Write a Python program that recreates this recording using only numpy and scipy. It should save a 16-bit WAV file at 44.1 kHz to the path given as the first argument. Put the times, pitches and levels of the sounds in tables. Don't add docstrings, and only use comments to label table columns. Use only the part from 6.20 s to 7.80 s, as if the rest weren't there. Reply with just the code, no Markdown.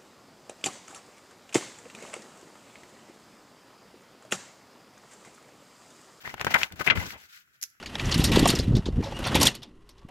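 import sys
import numpy as np
from scipy import signal
from scipy.io import wavfile
from scipy.ndimage import uniform_filter1d

SR = 44100
rng = np.random.default_rng(int(sys.argv[2]) if len(sys.argv) > 2 else 0)


def ratio(d):
    e = np.asarray(d, float) / 20
    return 10 ** e


def transcribe(signal):
    frames = np.atleast_2d(signal).T
    limited = np.clip(frames, -1, 1)
    pcm = np.round(limited * 32767).astype(np.int16)
    wavfile.write(sys.argv[1], SR, pcm)


N = 70560


def rms_one(x):
    return x / np.sqrt(np.mean(x ** 2) + 1e-20)


def at_hz(points, hz):
    point_hz, value = np.transpose(points)
    return np.interp(np.log(hz), np.log(point_hz), value)


def drift(rate_hz):
    r = np.exp(-40 * np.pi * rate_hz / SR)
    slow = signal.lfilter([1], [1, -2 * r, r * r], rng.standard_normal(N // 20 + 2002))[2000:]
    return np.interp(np.arange(N) / 20, np.arange(len(slow)), rms_one(slow))


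def peak(x, hz, width_hz):
    r = np.exp(-np.pi * width_hz / SR)
    zeros = np.array([1, 0, -1]) * (1 - r * r) / 2
    poles = [1, -2 * r * np.cos(2 * np.pi * hz / SR), r * r]
    return signal.lfilter(zeros, poles, x)


def grains(per_s, spread_db, size):
    chance, strength, sign = rng.random((3, *size))
    clicks = (chance < per_s / SR) * ratio(-spread_db * np.log(strength + 0.0026))
    return rms_one(clicks * np.sign(sign - .5))


def banded(spectrum, white, patchy_db, rate_hz):
    # (frequency [Hz], left-right likeness [-1..1])
    likeness = [(40, 0.1), (250, 0.23), (600, 0.97), (1500, -0.52), (3000, -0.42), (8000, -0.024),
                (14000, 0.064)]
    out, together = 0, drift(rate_hz)
    low_hz, high_hz = spectrum[0][0], spectrum[-1][0]
    edges_hz = np.geomspace(low_hz, high_hz, int(3 * np.log2(high_hz / low_hz)) + 1)
    for k, (low, high) in enumerate(zip(edges_hz, edges_hz[1:])):
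        sos = signal.butter(2, [low, high], "band", fs=SR, output="sos")
        mid, side = signal.sosfilt(sos, white[k % 2])
        hz = np.sqrt(low * high)
        alike = np.clip(at_hz(likeness, hz), -.95, .95)
        flicker_db = patchy_db * (together + 1.2 * drift(rate_hz))
        stereo = np.sqrt(1 + alike) * mid + np.sqrt(1 - alike) * side * [[1], [-1]]
        out = out + ratio(at_hz(spectrum, hz) + flicker_db) * stereo
    return rms_one(out)


def gate(start_s, length_s, rise_s, fall_s):
    t = np.arange(N) / SR - start_s
    return np.clip(t / rise_s, 0, 1) * np.exp(-np.maximum(t - length_s, 0) / fall_s)


def placed(x, share):
    # (time [s], left minus right [dB])
    place = [
        (0, 8.5),
        (.45, 8),
        (.52, -1),
        (.59, 13.5),
        (0.679, 14),
        (.72, 3.5),
        (.77, 7.5),
        (1.201, 6.5),
        (1.6, -10.5),
    ]
    s, left_db = np.transpose(place)
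    return x * ratio(share * np.interp(np.arange(N) / SR, s, left_db) * [[.3], [-.7]])


def strokes():
    # (time [s], length [s], rub level [dB], flex level [dB], air level [dB])
    stroke_table = [(0.0, 0.024, -51, -59, -62), (0.03, 0.079, -47.5, -47, -54),
                    (0.133, 0.019, -85, -100, -46.5), (0.157, 0.063, -57, -52, -64),
                    (0.195, 0.029, -48, -39, -51), (0.244, 0.012, -39, -65, -41.5),
                    (.265, 0.0099, -46, -28, -34), (0.274, 0.048, -50, -43, -43.5),
                    (0.3, 0.027, -38.5, -40, -56), (0.336, 0.024, -36, -27.5, -38),
                    (0.369, 0.065, -37, -37, -48.5), (0.507, 0.034, -63.5, -54, -47.5),
                    (0.553, 0.041, -54, -56.5, -54), (0.59, 0.028, -39, -36.5, -40.5),
                    (0.639, 0.025, -42, -48.5, -83.5), (0.662, 0.023, -40, -30, -30),
                    (0.695, 0.032, -70.5, -30, -32), (0.75, 0.03, -40, -35, -31),
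                    (0.778, 0.057, -41.5, -37.5, -40.5), (0.843, 0.031, -41, -49.5, -43),
                    (0.875, 0.051, -43, -59, -54.5), (0.918, 0.043, -75.5, -47.5, -55.5),
                    (0.964, 0.082, -54, -66.5, -68.5), (1.077, 0.082, -56, -81, -95.5),
                    (1.118, 0.061, -52.5, -87, -97), (1.185, 0.036, -59.5, -85, -80),
                    (1.269, 0.048, -78.5, -93, -77.5), (1.328, 0.035, -67, -81, -86),
                    (0.669, .005, -39.5, -62, -56.5)]
    # (frequency [Hz], level [dB per Hz])
    rub_spectrum = [(700, -50), (1050, -27.5), (1350, -9.5), (2030, -12), (6080, -16.5), (8550, -22),
                    (15200, -23.5), (15900, -17), (16500, -35)]
    flex_spectrum = [(88, -37), (150, -9), (485, -6.5), (794, 1), (1360, -4), (2070, -6), (2450, 2.5),
                     (3390, -17), (6000, -31), (7800, -47.5), (13200, -120)]
    air_spectrum = [(25, -23.5), (50, -10), (80, -6), (130, -10), (250, -14), (500, -23)]
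    shapes = np.array([gate(s, length_s, 0.0018 + 0.21 * length_s, 0.0013 + 0.33 * length_s)
                       for s, length_s, *_ in stroke_table])
    power = ratio(2 * np.array(stroke_table)[:, 2:].T)
    rub, flex, air = np.sqrt(power @ shapes ** 2)
    air = uniform_filter1d(air, size=600)

    hiss = banded(rub_spectrum, grains(15000, 2.0, size=(2, 2, N)), patchy_db=1.2, rate_hz=70)
    hiss = signal.sosfilt(signal.butter(4, 1100, "high", fs=SR, output="sos"), hiss)
    rustle = banded(flex_spectrum, grains(4000, 2.5, size=(2, 2, N)), patchy_db=1.5, rate_hz=50)
    puff = banded(air_spectrum, rng.standard_normal((2, 2, N)), patchy_db=0.0, rate_hz=11)
    return placed(rub * hiss + flex * rustle, share=0.31) + placed(air * puff, share=0.64)


def room_hush():
    # (frequency [Hz], level [dB per Hz])
    hush_spectrum = [(25, -15.5), (100, -0.5), (800, -25), (1100, -20), (1400, -1.5), (2600, -8),
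                     (4200, -18.5), (6000, -15), (16500, -17.5)]
    return ratio(-69) * banded(hush_spectrum, rng.standard_normal((2, 2, N)), patchy_db=0.5, rate_hz=25)


def pops():
    # (time [s], peak level [dB], pitch [Hz], length [s], right minus left [dB])
    pop_table = [(.051, -33, 1700, .001, -6), (.0555, -31, 1950, .0015, -6), (.0595, -31, 1950, .0015, -6),
                 (.0675, -33, 1800, .0015, -6), (.073, -33, 1650, .001, -6), (.095, -36, 2100, .0015, -6),
                 (.1003, -34, 2000, .0015, -6), (.2715, -18, 1500, .001, -8), (.3447, -7, 1700, .0008, -8),
                 (.3477, -5, 2100, .0006, -8), (.352, -11, 1300, .001, -7), (.3555, -14, 900, .0015, -6),
                 (.3615, -12, 1700, .0008, -7), (.3655, -17, 1500, .001, -7), (.37, -19, 1000, .0015, -6),
                 (.6075, -22, 420, .001, -12), (.803, -30, 2050, .003, -5), (.612, -20, 1500, .0008, -12),
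                 (.6762, -2, 2300, .0006, -16), (.679, -17, 1460, .0006, -14), (.686, -17, 2600, .001, -12),
                 (.7003, -4, 2300, .0004, -11), (.7013, -5, 2000, .0005, -11),
                 (.7046, -5, 2600, .0005, -11), (.7065, -8, 3000, .0006, -11),
                 (.7088, -5, 2300, .0005, -11), (.7124, -6, 2200, .0004, -11),
                 (.7195, -21, 1400, .0008, -9), (.7225, -21, 1350, .0008, -9),
                 (1.2775, -57, 1480, .0007, -4), (1.3085, -62, 1550, .0008, -2),
                 (1.553, -61, 1530, .0004, 3), (1.568, -65, 1600, .0005, 3)]
    out, turns = np.zeros((2, N)), rng.random((len(pop_table), 2, 1))
    for (s, db, hz, length_s, right_db), turn in zip(pop_table, turns):
        t = np.maximum(np.arange(N) / SR - s + length_s, 0)
        swell = (t / length_s * np.exp(1 - t / length_s)) ** 2
        cycles = np.sin(2 * np.pi * (hz * t + turn * [[1], [0.3]]))
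        out += ratio([[db], [db + right_db]]) * swell * cycles
    return out


def snaps():
    # (time [s], peak level [dB], pitch [Hz], crack level [dB], ring T60 [s])
    snap_table = [(0.0762, -12, 790, -38, 0.0082), (0.1414, -18.5, 910, -17.5, 0.022),
                  (0.18, -37.5, 1510, -11, 0.031), (0.1973, -22, 2330, -21, 0.0093),
                  (0.2128, -8, 1530, -19.5, 0.008), (0.2466, -10, 690, -14, 0.01),
                  (0.2676, -6, 744, -23.5, 0.02), (0.2794, -25, 1690, -18, 0.039),
                  (0.309, -23, 916, -17, 0.032), (0.317, -25.5, 2020, -11, 0.028),
                  (0.3429, -9.5, 1780, -10, 0.027), (0.4322, -7.5, 2550, -35, 0.025),
                  (.504, -47.5, 1600, -12, 0.072), (.523, -41, 2000, 7.5, 0.01),
                  (0.559, -52.5, 1410, 7, 0.01), (0.6648, -16.5, 1360, -10.5, 0.011),
                  (0.9059, -26.5, 2260, -7.5, 0.018), (1.2, -55, 14740, -23.5, 0.046),
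                  (1.135, -53, 6000, -16.5, .01), (1.161, -48, 11800, -24, 0.024),
                  (1.501, -51, 11000, -10.5, .015)]
    size = 4000
    out, t = np.zeros((2, N + size)), np.arange(size) / SR
    push = ratio(-23.5) * np.sin(2 * np.pi * 150 * t) * ratio(-60 * t / 0.023)
    for s, db, hz, crack_db, t60_s in snap_table:
        noise = rng.standard_normal((4, size))
        ping = 2 * np.sin(2 * np.pi * hz * t) * ratio(-60 * t / (0.16 * t60_s)) * np.clip(2 * t * hz, 0, 1)
        tail = peak(peak(noise[:2], hz, 1.7 * hz), hz, 1.7 * hz)
        tail = ratio(-15.5) * rms_one(tail) * ratio(-60 * t / t60_s)
        crack = ratio(crack_db) * signal.lfilter([1], [1, -.4], noise[2:]) * ratio(-60 * t / 0.015)
        left = ping + push + tail[0] + crack[0]
        right = .8 * ping - .4 * push
        right = right + 0.43 * tail[0] + 2.8 * tail[1]
        right = right - 0.33 * crack[0] + 0.43 * crack[1]
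        i = int(s * SR)
        out[:, i:i + size] += ratio(db) * np.array([left, right])
    return out[:, :N]


def crunches():
    # (time [s], length [s], level [dB], pitch [Hz], width [Hz])
    crunch_table = [
        (0.339, 0.007, -23, 1762, 1207),
        (0.353, 0.016, -29, 1260, 1570),
        (0.414, 0.0046, -30.5, 1728, 1580),
        (0.607, 0.011, -35, 1210, 1140),
        (0.669, 0.023, -29.5, 2000, 1480),
        (0.6996, 0.012, -21, 2350, 1900),
        (0.773, 0.0042, -30.5, 1360, 2000),
        (0.863, 0.0038, -40.5, 5700, 3500),
    ]
    out, clicks = 0, grains(4000, 2.0, size=(2, N))
    for s, length_s, db, hz, width_hz in crunch_table:
        band_hz = [max(hz - width_hz / 2, 200), hz + width_hz / 2]
        body = signal.sosfilt(signal.butter(2, band_hz, "band", fs=SR, output="sos"), clicks)
        body = peak(body, hz, 2 * width_hz)
        body = body / np.sqrt(uniform_filter1d(body ** 2, size=200) + 1e-12)
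        out = out + ratio(db) * gate(s, length_s, rise_s=.0004, fall_s=0.0033) * body
    return out


def landing():
    start_s, hz, level_db, t60_s = .77, 81, -12, .12
    t = np.maximum(np.arange(N) / SR - start_s, 0)
    thump = np.clip(t / .015, 0, 1) * np.sin(2 * np.pi * hz * t)
    return ratio(level_db - 60 * t / t60_s) * thump * [[1], [-.1]]


def peel():
    # (time [s], length [s], level [dB])
    peel_table = [
        (1.4139, 0.0011, -39),
        (1.418, 0.001, -41),
        (1.4246, 0.0028, -30.5),
        (1.428, 0.0022, -28.5),
        (1.436, 0.0016, -28.5),
        (1.442, 0.0013, -44),
        (1.444, 0.0097, -47.5),
        (1.45, 0.05, -61),
    ]
    # (frequency [Hz], width [Hz], level [dB])
    peel_bands = [(441, 1000, -28.5), (2000, 4700, -8.5), (5516, 3700, 1.5), (11020, 3480, -1),
                  (13960, 2900, -40)]
    clicks = grains(8000, 2.5, size=(2, N))
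    body = 0
    for hz, width_hz, db in peel_bands:
        body = body + ratio(db) * rms_one(peak(peak(clicks, hz, width_hz), hz, width_hz))
    shape = sum(ratio(db) * gate(s, length_s, 0.000352, 0.0011 + 0.74 * length_s)
                for s, length_s, db in peel_table)
    return shape * rms_one(body) * ratio([[-1.5], [0]]) * [[1], [-1]]


def room(x):
    t60_s, level_db = 0.057, -17.5
    t = np.arange(9000) / SR
    tail = signal.lfilter([1], [1, -.6], rng.standard_normal((2, 9000)))
    tail = tail * ratio(-60 * t / t60_s) * (t > .003)
    return ratio(level_db) * signal.fftconvolve(x, tail / np.linalg.norm(tail[0]), axes=1)[:, :N]


def scene():
    hits = placed(snaps() + crunches(), share=0.89) + peel() + pops()
    return hits + room(hits) + strokes() + landing() + room_hush()


def roll_off(x):
    return signal.sosfilt(signal.butter(12, 16960, fs=SR, output="sos"), x)


def record(dry):
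    # (frequency [Hz], width [Hz], lift [dB])
    mic_peaks = [
        (1480, 130, 4),
        (2037, 27, 6),
    ]
    x = dry - 0.74 * peak(dry, 8980, width_hz=2100)
    x = x + (ratio([[2.5], [0]]) - 1) * peak(x, 2000, width_hz=2000)
    for hz, width_hz, lift_db in mic_peaks:
        x = x + (ratio(lift_db) - 1) * peak(x, hz, width_hz)
    x = signal.sosfilt(signal.butter(2, 51, "high", fs=SR, output="sos"), x)
    x = np.clip(x, -.9, .9)
    x = signal.sosfilt(signal.cheby2(12, 70, 17100, fs=SR, output="sos"), x)
    return roll_off(x)


dry = scene()
out = record(dry)
transcribe(out)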